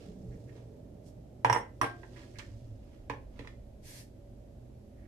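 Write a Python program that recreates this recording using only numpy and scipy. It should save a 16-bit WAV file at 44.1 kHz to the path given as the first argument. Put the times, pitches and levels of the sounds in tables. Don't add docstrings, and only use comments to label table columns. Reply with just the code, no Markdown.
import sys
import numpy as np
from scipy import signal
from scipy.io import wavfile
from scipy.ndimage import uniform_filter1d

SR = 44100
rng = np.random.default_rng(int(sys.argv[2]) if len(sys.argv) > 2 else 0)


def wrap_up_sound(samples):
    columns = np.atleast_2d(samples).T
    tamed = np.clip(columns, -1, 1)
    steps = np.round(tamed * 32767).astype(np.int16)
    wavfile.write(sys.argv[1], SR, steps)


N = 223656
T = np.arange(N) / SR
AGE = T[:SR]


BAND_EDGES = 20 * 2 ** (np.arange(30) / 3)
BANDS = [(low, high, signal.butter(2, [low, high], "band", fs=SR, output="sos"))
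         for low, high in zip(BAND_EDGES, BAND_EDGES[1:])]
# frequency in Hz, likeness from 0 to 1.
STEREO_LIKENESS = [(50, 0.94), (150, 0.91), (300, 0.99), (600, 0.098), (2000, 0.011), (10000, .02)]

# frequency in Hz, strength in dB per Hz.
BASS_COLOUR = [(20, -4), (30, -4.5), (40, -6), (52, -1.5), (65, 2), (90, -26.5)]
# time in seconds, level in dB.
BASS_LEVEL = [(0.0, -59), (0.27, -52), (0.55, -66), (1.79, -61.5), (2.26, -63), (2.51, -53.5),
              (3.59, -51.5), (3.95, -58), (5.07, -57.5)]
# frequency in Hz, strength in dB per Hz.
RUMBLE_COLOUR = [(60, -8.5), (80, 7), (105, 0.5), (125, 10), (150, -11.5), (200, -23)]
# frequency in Hz, strength in dB per Hz.
DRONE_COLOUR = [(230, -19), (320, -1), (420, -1.5), (490, -9), (580, 0), (700, -9), (900, -38.5),
                (1500, -36)]
# frequency in Hz, strength in dB per Hz.
LOW_DRONE_COLOUR = [(120, -12), (160, -5), (215, -2), (270, 6), (340, -24.5)]
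# time in seconds, level in dB.
DRONE_LEVEL = [(0, -57.5), (2.2, -60), (2.7, -61), (5.07, -61.5)]
# frequency in Hz, strength in dB per Hz.
HISS_COLOUR = [(700, 6), (1500, 4.5), (2800, 2.5), (4500, 0.5), (7400, -1.5), (8400, -5.5), (13000, -3)]
# frequency in Hz, average level in dB.
HUM_TONES = [(51.5, -60), (120, -61.5), (209, -68.5), (254, -68), (570, -71)]
# middle in seconds, half length in seconds, level in dB, centre in Hz.
HUM_SWELLS = [(0.173, 0.18, -50.5, 183.7), (0.304, 0.37, -57.5, 441), (0.406, 0.17, -48, 118),
              (0.953, 0.3, -56, 160.6), (2.159, .2, -59, 348.6), (2.562, 0.16, -45.5, 108.5)]
RUMBLE_DB, HISS_DB = -56, -74.5
LOW_DRONE_DB = 0

# left delay in seconds, right delay in seconds, level in dB.
ECHOES = [(.0024, 0.0028, -26), (.0063, 0.0042, -10)]
# frequency in Hz, t60 in seconds.
ROOM_T60 = [(100, 0.24), (300, 0.36), (900, .25), (2000, 0.28), (5000, 0.25), (12000, 0.19)]
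# frequency in Hz, level in dB.
ROOM_COLOUR = [(80, -4.5), (300, 0.5), (900, -1), (2000, -3), (5000, -1), (13000, 3)]
CUTOFF_HZ = 13000

# frequency in Hz, level in dB.
CONTACT_COLOUR = [(700, 17), (1100, 11.5), (2000, 4), (4000, 0.5), (7200, 2.5), (8400, -3.5), (11000, -4)]
# middle in seconds, half length in seconds, level in dB, centre in Hz.
RUSTLES = [(0.016, .07, -67.5, 3400), (0.381, 0.24, -79.5, 5270), (0.577, .036, -69, 2400),
           (1.074, .021, -69.5, 6500), (2.196, .04, -63.5, 2550), (2.281, 0.28, -72, 3900),
           (2.926, .09, -76.5, 2520), (3.431, 0.065, -68.5, 2300)]
# middle in seconds, half length in seconds, level in dB.
SQUELCHES = [(0.336, 0.015, -69.5), (0.494, 0.012, -69), (2.172, 0.0066, -55), (2.234, 0.005, -61),
             (2.364, 0.0088, -59), (2.429, 0.016, -61.5), (5.028, 0.052, -76)]
RUSTLE_OCTAVES = 1
SQUELCH_HZ, SQUELCH_OCTAVES = 1930, 0.22

# frequency in Hz, strength in dB per Hz.
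SLIDE_COLOUR = [(710, -8.5), (1200, -9.5), (1790, -8.5), (1860, 18.5), (2510, -9), (2660, -4), (4050, -3),
                (4660, 0), (13000, -6)]
SLIDE_START_S, SLIDE_END_S, SLIDE_DB = 3.806, 4.06, -54.5
SLIDE_ATTACK_S, SLIDE_RELEASE_S = 0.085, 0.075

# start in seconds, body level in dB, body treble limit in Hz,
# tick level in dB, tick centre in Hz, tick width in octaves, handle level in dB.
TAPS = [(2.032, -55, 1500, -52, 1730, 0.26, -60), (2.386, -57, 2500, -46, 4230, 0.78, -64),
        (2.394, -74, 1790, -42.5, 2050, 0.43, -58), (3.098, -35.5, 3040, -42, 2130, 0.85, -46),
        (3.1356, -45, 1500, -55, 1500, 0.55, -63.5), (3.392, -39.5, 420, -50.5, 2390, .57, -48),
        (3.408, -61, 450, -60, 2130, 0.41, -51.5), (3.447, -57.5, 890, -58, 1250, .3, -57),
        (3.473, -61, 990, -53.5, 2680, 0.73, -44)]
# frequency in Hz, level in dB, t60 in seconds, right minus left in dB.
PLASTIC_TONES = [(275, -8.5, 0.12, 8), (431, -3, 0.049, 9), (562, 1, 0.051, 8), (737, -5.5, .05, 5),
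                 (843, 2.5, 0.033, 12), (897, -6.5, 0.083, 6), (962, -18, 0.082, 2), (1045, 3, 0.042, 3),
                 (1536, -10, 0.066, -4), (1717, -6, .04, 8)]
# frequency in Hz, strength in dB per Hz.
THUMP_COLOUR = [(200, 3), (550, -0.5), (1000, -44), (1700, 9), (3000, 5)]
# frequency in Hz, level in dB, t60 in seconds, right minus left in dB.
HANDLE_TONES = [(1803, -3.5, 0.026, 6.5), (2050, 1, 0.033, 5), (2392, -2, 0.028, 1), (3430, -9, 0.033, 10),
                (4100, -10.5, 0.024, 10)]
REBOUND_S, REBOUND_DB = 0.013, -16.5
TAP_THUD_DB = -0.5

# frequency in Hz, level in dB, t60 in seconds, right minus left in dB.
CABINET_TONES = [(118, 0, .16, 2), (212, -21, .14, 1)]
THUD_RISE_S = 0.0086

# frequency in Hz, strength in dB per Hz.
SETTLE_COLOUR = [(600, 0), (1050, 5), (1700, 5), (2600, -6), (4000, -2), (7000, -27), (12000, -34)]
SETTLE_S, SETTLE_GAP_S = 1.825, 0.0085
SETTLE_DB, SETTLE_DB_PER_S = -39, -150

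# start in seconds, force in dB, contact pitch in Hz, counter top in dB,
# treble limit in Hz, cabinet thud in dB, rim in dB, ping in dB, clink in dB, shimmer in dB.
LANDINGS = [(1.4469, -13.5, 914, 0, 3600, -11, -30, -37, -50.5, -37),
            (1.498, -14, 952, -0.5, 2700, -10.5, -38, -23.5, -35, -39),
            (1.5273, -18, 953, -1, 6520, -16, -16, -15, -20.5, -35.5),
            (1.548, -21, 990, -3, 2400, -24, -34, -42.5, -42, -47),
            (1.561, -20.5, 870, 0, 2270, -27, -30.5, -44, -44, -40),
            (1.5735, -29, 775, -5, 5200, -25, -38, -34, -39, -26),
            (1.8134, -15, 1040, -4.5, 5000, -17.5, -22.5, -24, -39, -31.5),
            (1.8162, -20, 1105, -4, 4630, -32, -33, -28.5, -50.5, -27.5),
            (1.8306, -26, 776, 0, 3000, -31, -50, -59, -44, -43),
            (1.842, -26, 860, 3, 3500, -21.5, -49, -48, -49, -41.5)]
# frequency in Hz, level in dB, t60 in seconds, right minus left in dB.
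COUNTER_TONES = [(352.5, -29, 0.11, 10), (450.3, -28, 0.12, 11), (480, -26.5, 0.17, 4.5),
                 (547, -23.5, .11, 6), (636, -24, .07, 8), (788, -16, .065, 10), (954, -26.5, .1, 5),
                 (1005, -27, .08, 2.5), (1074, -17, 0.031, 3.5), (1384, -20, 0.047, 0),
                 (1550, -16.5, 0.042, 4.5), (1703, -25, .045, -2), (1797, -19, 0.048, 8.5),
                 (2013, -20.5, 0.053, 11), (2190, -22, .043, 2)]
# frequency in Hz, strength in dB per Hz.
CRACK_COLOUR = [(150, -10), (540, -6.5), (950, 5), (2000, 0.5), (2900, -17), (4500, -20), (7000, -7.5),
                (8000, -26.5), (10000, -13), (13000, -5)]
# frequency in Hz, strength in dB per Hz.
SLAB_COLOUR = [(180, -6), (350, 0), (600, 0.5), (1000, 0.5), (1300, -5), (1900, 4), (2400, -12), (2900, -3)]
CONTACT_T60, CONTACT_DB = 0.014, 5.5

# frequency in Hz, level in dB, t60 in seconds, right minus left in dB.
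RIM_TONES = [(706, -5, .7, 2), (1586, 4.5, .42, 2), (1581, .5, .42, 2), (1868, -9, .2, 2),
             (2003, -11, .12, 2), (2180, -12, .22, 2), (2470, -14, .15, 2), (2545, -15, .2, 2),
             (2632, -15, .14, 3), (2715, -15, .18, 3), (3115, -15, .16, 4), (3488, -21, .13, 4)]
# frequency in Hz, level in dB, t60 in seconds, right minus left in dB.
PING_TONES = [(5551, 0, .15, 7), (5762, -9, .05, 5), (5639, -8, .09, 5), (5490, -13, .07, 5),
              (5930, -6, .035, 5), (6260, -11, .03, 5)]
# frequency in Hz, level in dB, t60 in seconds, right minus left in dB.
CLINK_TONES = [(8425, -3, .25, 1), (8560, -9, .05, 2), (8461, 0, .17, 3)]
# frequency in Hz, level in dB, t60 in seconds, right minus left in dB.
SHIMMER_TONES = [(8511, -3, .17, -2), (8610, -7, .09, 1), (9400, -10, .2, 0), (9857, -3, .11, 0),
                 (9965, -2, .16, -3), (10010, -4, .15, -2), (11165, -4, .11, 0), (11040, -8, .08, 0),
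                 (12042, -6, .08, 0), (12360, -6, .14, 0)]
HELD_DAMPING, LOOSE_DAMPING = 30, 1.5
WALL_DAMPING_SHARE = 0.66
LOOSEN_S = 1.7
CHATTER_DEPTH, CHATTER_PER_S = 0.25, 220


def from_db(db):
    return 10 ** (np.asarray(db) / 20)


def rms_one(x):
    return x / np.sqrt(np.mean(x ** 2) + 1e-20)


def at_hz(points, hz):
    table_hz, value = np.transpose(points)
    return np.interp(np.log(hz), np.log(table_hz), value)


def pan(right_db):
    return from_db(np.array([[-.5], [.5]]) * right_db)


def add(out, s, sound):
    start = round(s * SR)
    out[:, start:start + sound.shape[-1]] += sound[..., :N - start]


def bell(t, middle, half):
    return np.exp(-((t - middle) / half) ** 2 / 2)


def drift(rate):
    knots = rng.standard_normal(256)
    return rms_one(np.interp(T * rate, np.arange(len(knots)), knots))


def noise(spectrum, size=N, t60=None):
    out = 0
    white = rng.standard_normal((2, 2, size + 4096))
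    for k, (low, high, band_pass) in enumerate(BANDS):
        hz = np.sqrt(low * high)
        if high < spectrum[0][0] or low > spectrum[-1][0]:
            continue
        mid, side = signal.sosfilt(band_pass, white[k % 2])[:, -size:]
        alike = np.clip(at_hz(STEREO_LIKENESS, hz), 0, 1)
        band = np.sqrt(1 + alike) * mid + np.sqrt(1 - alike) * side * [[1], [-1]]
        fade = 1 if t60 is None else np.exp(-np.log(1000) * T[:size] / at_hz(t60, hz))
        out = out + from_db(at_hz(spectrum, hz)) * band * fade
    return rms_one(out)


def hump(hz, octaves):
    grid = np.geomspace(400, 14000, 30)
    hump_db = -30 * np.log10(1 + (np.log2(grid / hz) / octaves) ** 2 / 2)
    return np.column_stack([grid, hump_db + at_hz(CONTACT_COLOUR, grid)])


def ring(modes, damping=0, port_s=0.0002):
    spread_db = rng.standard_normal(len(modes))
    age = np.maximum(AGE - [[port_s], [0]], 0)
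    out = 0
    for k, (hz, db, t60, right_db) in enumerate(modes):
        gain = (-1) ** k * from_db(db + spread_db[k]) * pan(right_db)
        fade = np.exp(-(np.log(1000) / t60 + damping) * age)
        out = out + gain * np.sin(2 * np.pi * hz * age) * fade
    return out


def burst(spectrum, t60):
    size = SR // 10
    crack = np.pad(noise(spectrum, size=size), ((0, 0), (0, SR - size)))
    return crack * np.exp(-np.log(1000) * AGE / t60)


def soften(x, hz):
    return signal.sosfilt(signal.butter(2, min(hz, SR / 2 - 1000), fs=SR, output="sos"), x)


def background(bass_trim_db=1):
    bass_db = np.interp(T, *np.transpose(BASS_LEVEL)) + bass_trim_db
    drone_db = np.interp(T, *np.transpose(DRONE_LEVEL))
    rumble = from_db(bass_db) * noise(BASS_COLOUR) + from_db(RUMBLE_DB) * noise(RUMBLE_COLOUR)
    drone = from_db(drone_db) * (from_db(LOW_DRONE_DB) * noise(LOW_DRONE_COLOUR) + noise(DRONE_COLOUR))
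    hiss = from_db(HISS_DB) * noise(HISS_COLOUR)
    hum = 0
    for hz, db in HUM_TONES:
        level = from_db(db + 2 * drift(4.2)) * np.sqrt(2)
        hum = hum + level * np.sin(2 * np.pi * hz * T + 0.72 * drift(6))
    return (rumble + hum) * pan(1.6) + drone * pan(5.4) + hiss * pan(0.76)


def swells(width=0.073):
    out = 0
    for s, half, db, hz in HUM_SWELLS:
        band = signal.butter(2, hz * np.exp([-width, width]), "band", fs=SR, output="sos")
        tone = rms_one(signal.sosfilt(band, rng.standard_normal(N)))
        out = out + from_db(db) * tone * bell(T, s, half)
    return out * pan(2.3)


def reflections(x):
    out = 0
    for *lags, db in ECHOES:
        echo = np.array([np.interp(T - lag, T, side, left=0) for lag, side in zip(lags, x)])
        out = out + from_db(db) * echo
    return out


def kitchen(x, room_db=-0.4, build_s=0.00037):
    build_up = 1 - np.exp(-(AGE / build_s) ** 2)
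    tail = noise(ROOM_COLOUR, size=SR, t60=ROOM_T60) * build_up / np.sqrt(SR)
    mono = x.mean(axis=0)[None]
    return from_db(room_db) * pan(1.0) * signal.fftconvolve(mono, tail, axes=1)[:, :N]


def grainy_swell(s, half, hz, octaves, grain_db=-3.0):
    out = np.zeros((2, N))
    t = T[np.abs(T - s) < 3 * half]
    unevenness = rms_one(uniform_filter1d(rng.standard_normal(len(t)), size=150))
    grain = from_db(grain_db * unevenness)
    add(out, t[0], noise(hump(hz, octaves), size=len(t)) * grain * bell(t, s, half))
    return out


def rustles():
    return pan(8.7) * sum(from_db(db) * grainy_swell(s, half, hz, RUSTLE_OCTAVES) for s, half, db, hz in RUSTLES)


def squelches():
    return pan(6.8) * sum(from_db(db) * grainy_swell(s, half, SQUELCH_HZ, SQUELCH_OCTAVES)
                          for s, half, db in SQUELCHES)


def slide():
    out = np.zeros((2, N))
    time_left = SLIDE_END_S - SLIDE_START_S - AGE
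    ramp = np.clip(np.minimum(AGE / SLIDE_ATTACK_S, time_left / SLIDE_RELEASE_S), 0, 1)
    speed = np.sin(np.pi / 2 * ramp) ** 2
    add(out, SLIDE_START_S, from_db(SLIDE_DB) * speed * noise(SLIDE_COLOUR, size=SR))
    return out * pan(0.96)


def thud():
    return ring(CABINET_TONES) * (1 - np.exp(-AGE / THUD_RISE_S))


def plastic_bowl(tick_t60=0.046, thump_db=-4, thump_t60=0.069):
    out = np.zeros((2, N))
    for s, body_db, limit_hz, tick_db, tick_hz, tick_octaves, handle_db in TAPS:
        thump = from_db(thump_db) * burst(THUMP_COLOUR, thump_t60) * pan(7.8)
        body = soften(ring(PLASTIC_TONES, port_s=0.00012) + thump, limit_hz)
        body = from_db(body_db) * (body + from_db(TAP_THUD_DB) * thud())
        add(out, s, from_db(handle_db) * ring(HANDLE_TONES, port_s=0.00012))
        for delay, db in ((0, 0), (REBOUND_S, REBOUND_DB)):
            tick = from_db(tick_db) * burst(hump(tick_hz, tick_octaves), tick_t60) * pan(12.0)
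            add(out, s + delay, from_db(db) * (body + tick))
    return out


def settling(touch_t60=0.011, uneven_db=-4.0, count=11):
    out = np.zeros((2, N))
    for k, (late, strength) in enumerate(rng.uniform(-0.91, 1, (count, 2))):
        age = SETTLE_GAP_S * (k + late / 2)
        touch_db = SETTLE_DB + SETTLE_DB_PER_S * age + uneven_db * strength
        add(out, SETTLE_S + age, from_db(touch_db) * burst(SETTLE_COLOUR, touch_t60))
    return out * pan(1.8)


def counter_knocks(crack_db=-3.5, crack_t60=0.03, slab_db=-14.5, slab_t60=.1, press_s=0.00078):
    out = np.zeros((2, N))
    for s, force_db, contact_hz, counter_db, limit_hz, thud_db, *_ in LANDINGS:
        contact = ring([(contact_hz, CONTACT_DB, CONTACT_T60, 5.5)], port_s=0.00015)
        contact = contact * (1 - np.exp(-AGE / press_s))
        crack = from_db(crack_db) * burst(CRACK_COLOUR, crack_t60) * pan(3.7)
        boom = from_db(slab_db) * burst(SLAB_COLOUR, slab_t60) * pan(4)
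        top = ring(COUNTER_TONES, port_s=0.00011) + crack + boom
        knock = soften(contact + from_db(counter_db) * top, limit_hz)
        add(out, s, from_db(force_db) * (knock + from_db(thud_db) * thud()))
    return out


def chatter():
    knots = rng.standard_normal(1024)
    return 1 + CHATTER_DEPTH * np.interp(AGE * CHATTER_PER_S, np.arange(len(knots)), knots)


def glass_ring():
    out = np.zeros((2, N))
    for s, force_db, *_, rim_db, ping_db, clink_db, shimmer_db in LANDINGS:
        damping = HELD_DAMPING if s < LOOSEN_S else LOOSE_DAMPING
        rim = ring(RIM_TONES, damping=damping, port_s=.00003)
        add(out, s, from_db(force_db + rim_db) * rim)
        for modes, db in ((PING_TONES, ping_db), (CLINK_TONES, clink_db), (SHIMMER_TONES, shimmer_db)):
            wall = ring(modes, damping=WALL_DAMPING_SHARE * damping, port_s=.00003)
            add(out, s, from_db(force_db + db) * chatter() * wall)
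    return out


def scene(glass_room_db=-7.5):
    counter = counter_knocks() + settling() + plastic_bowl() + rustles() + squelches() + slide()
    glass = glass_ring()
    room = reflections(counter) + kitchen(counter + from_db(glass_room_db) * glass)
    return counter + glass + room + background() + swells()


def record(dry):
    return signal.sosfilt(signal.ellip(10, .2, 70, CUTOFF_HZ, fs=SR, output="sos"), dry)


dry = scene()
out = record(dry)
wrap_up_sound(out)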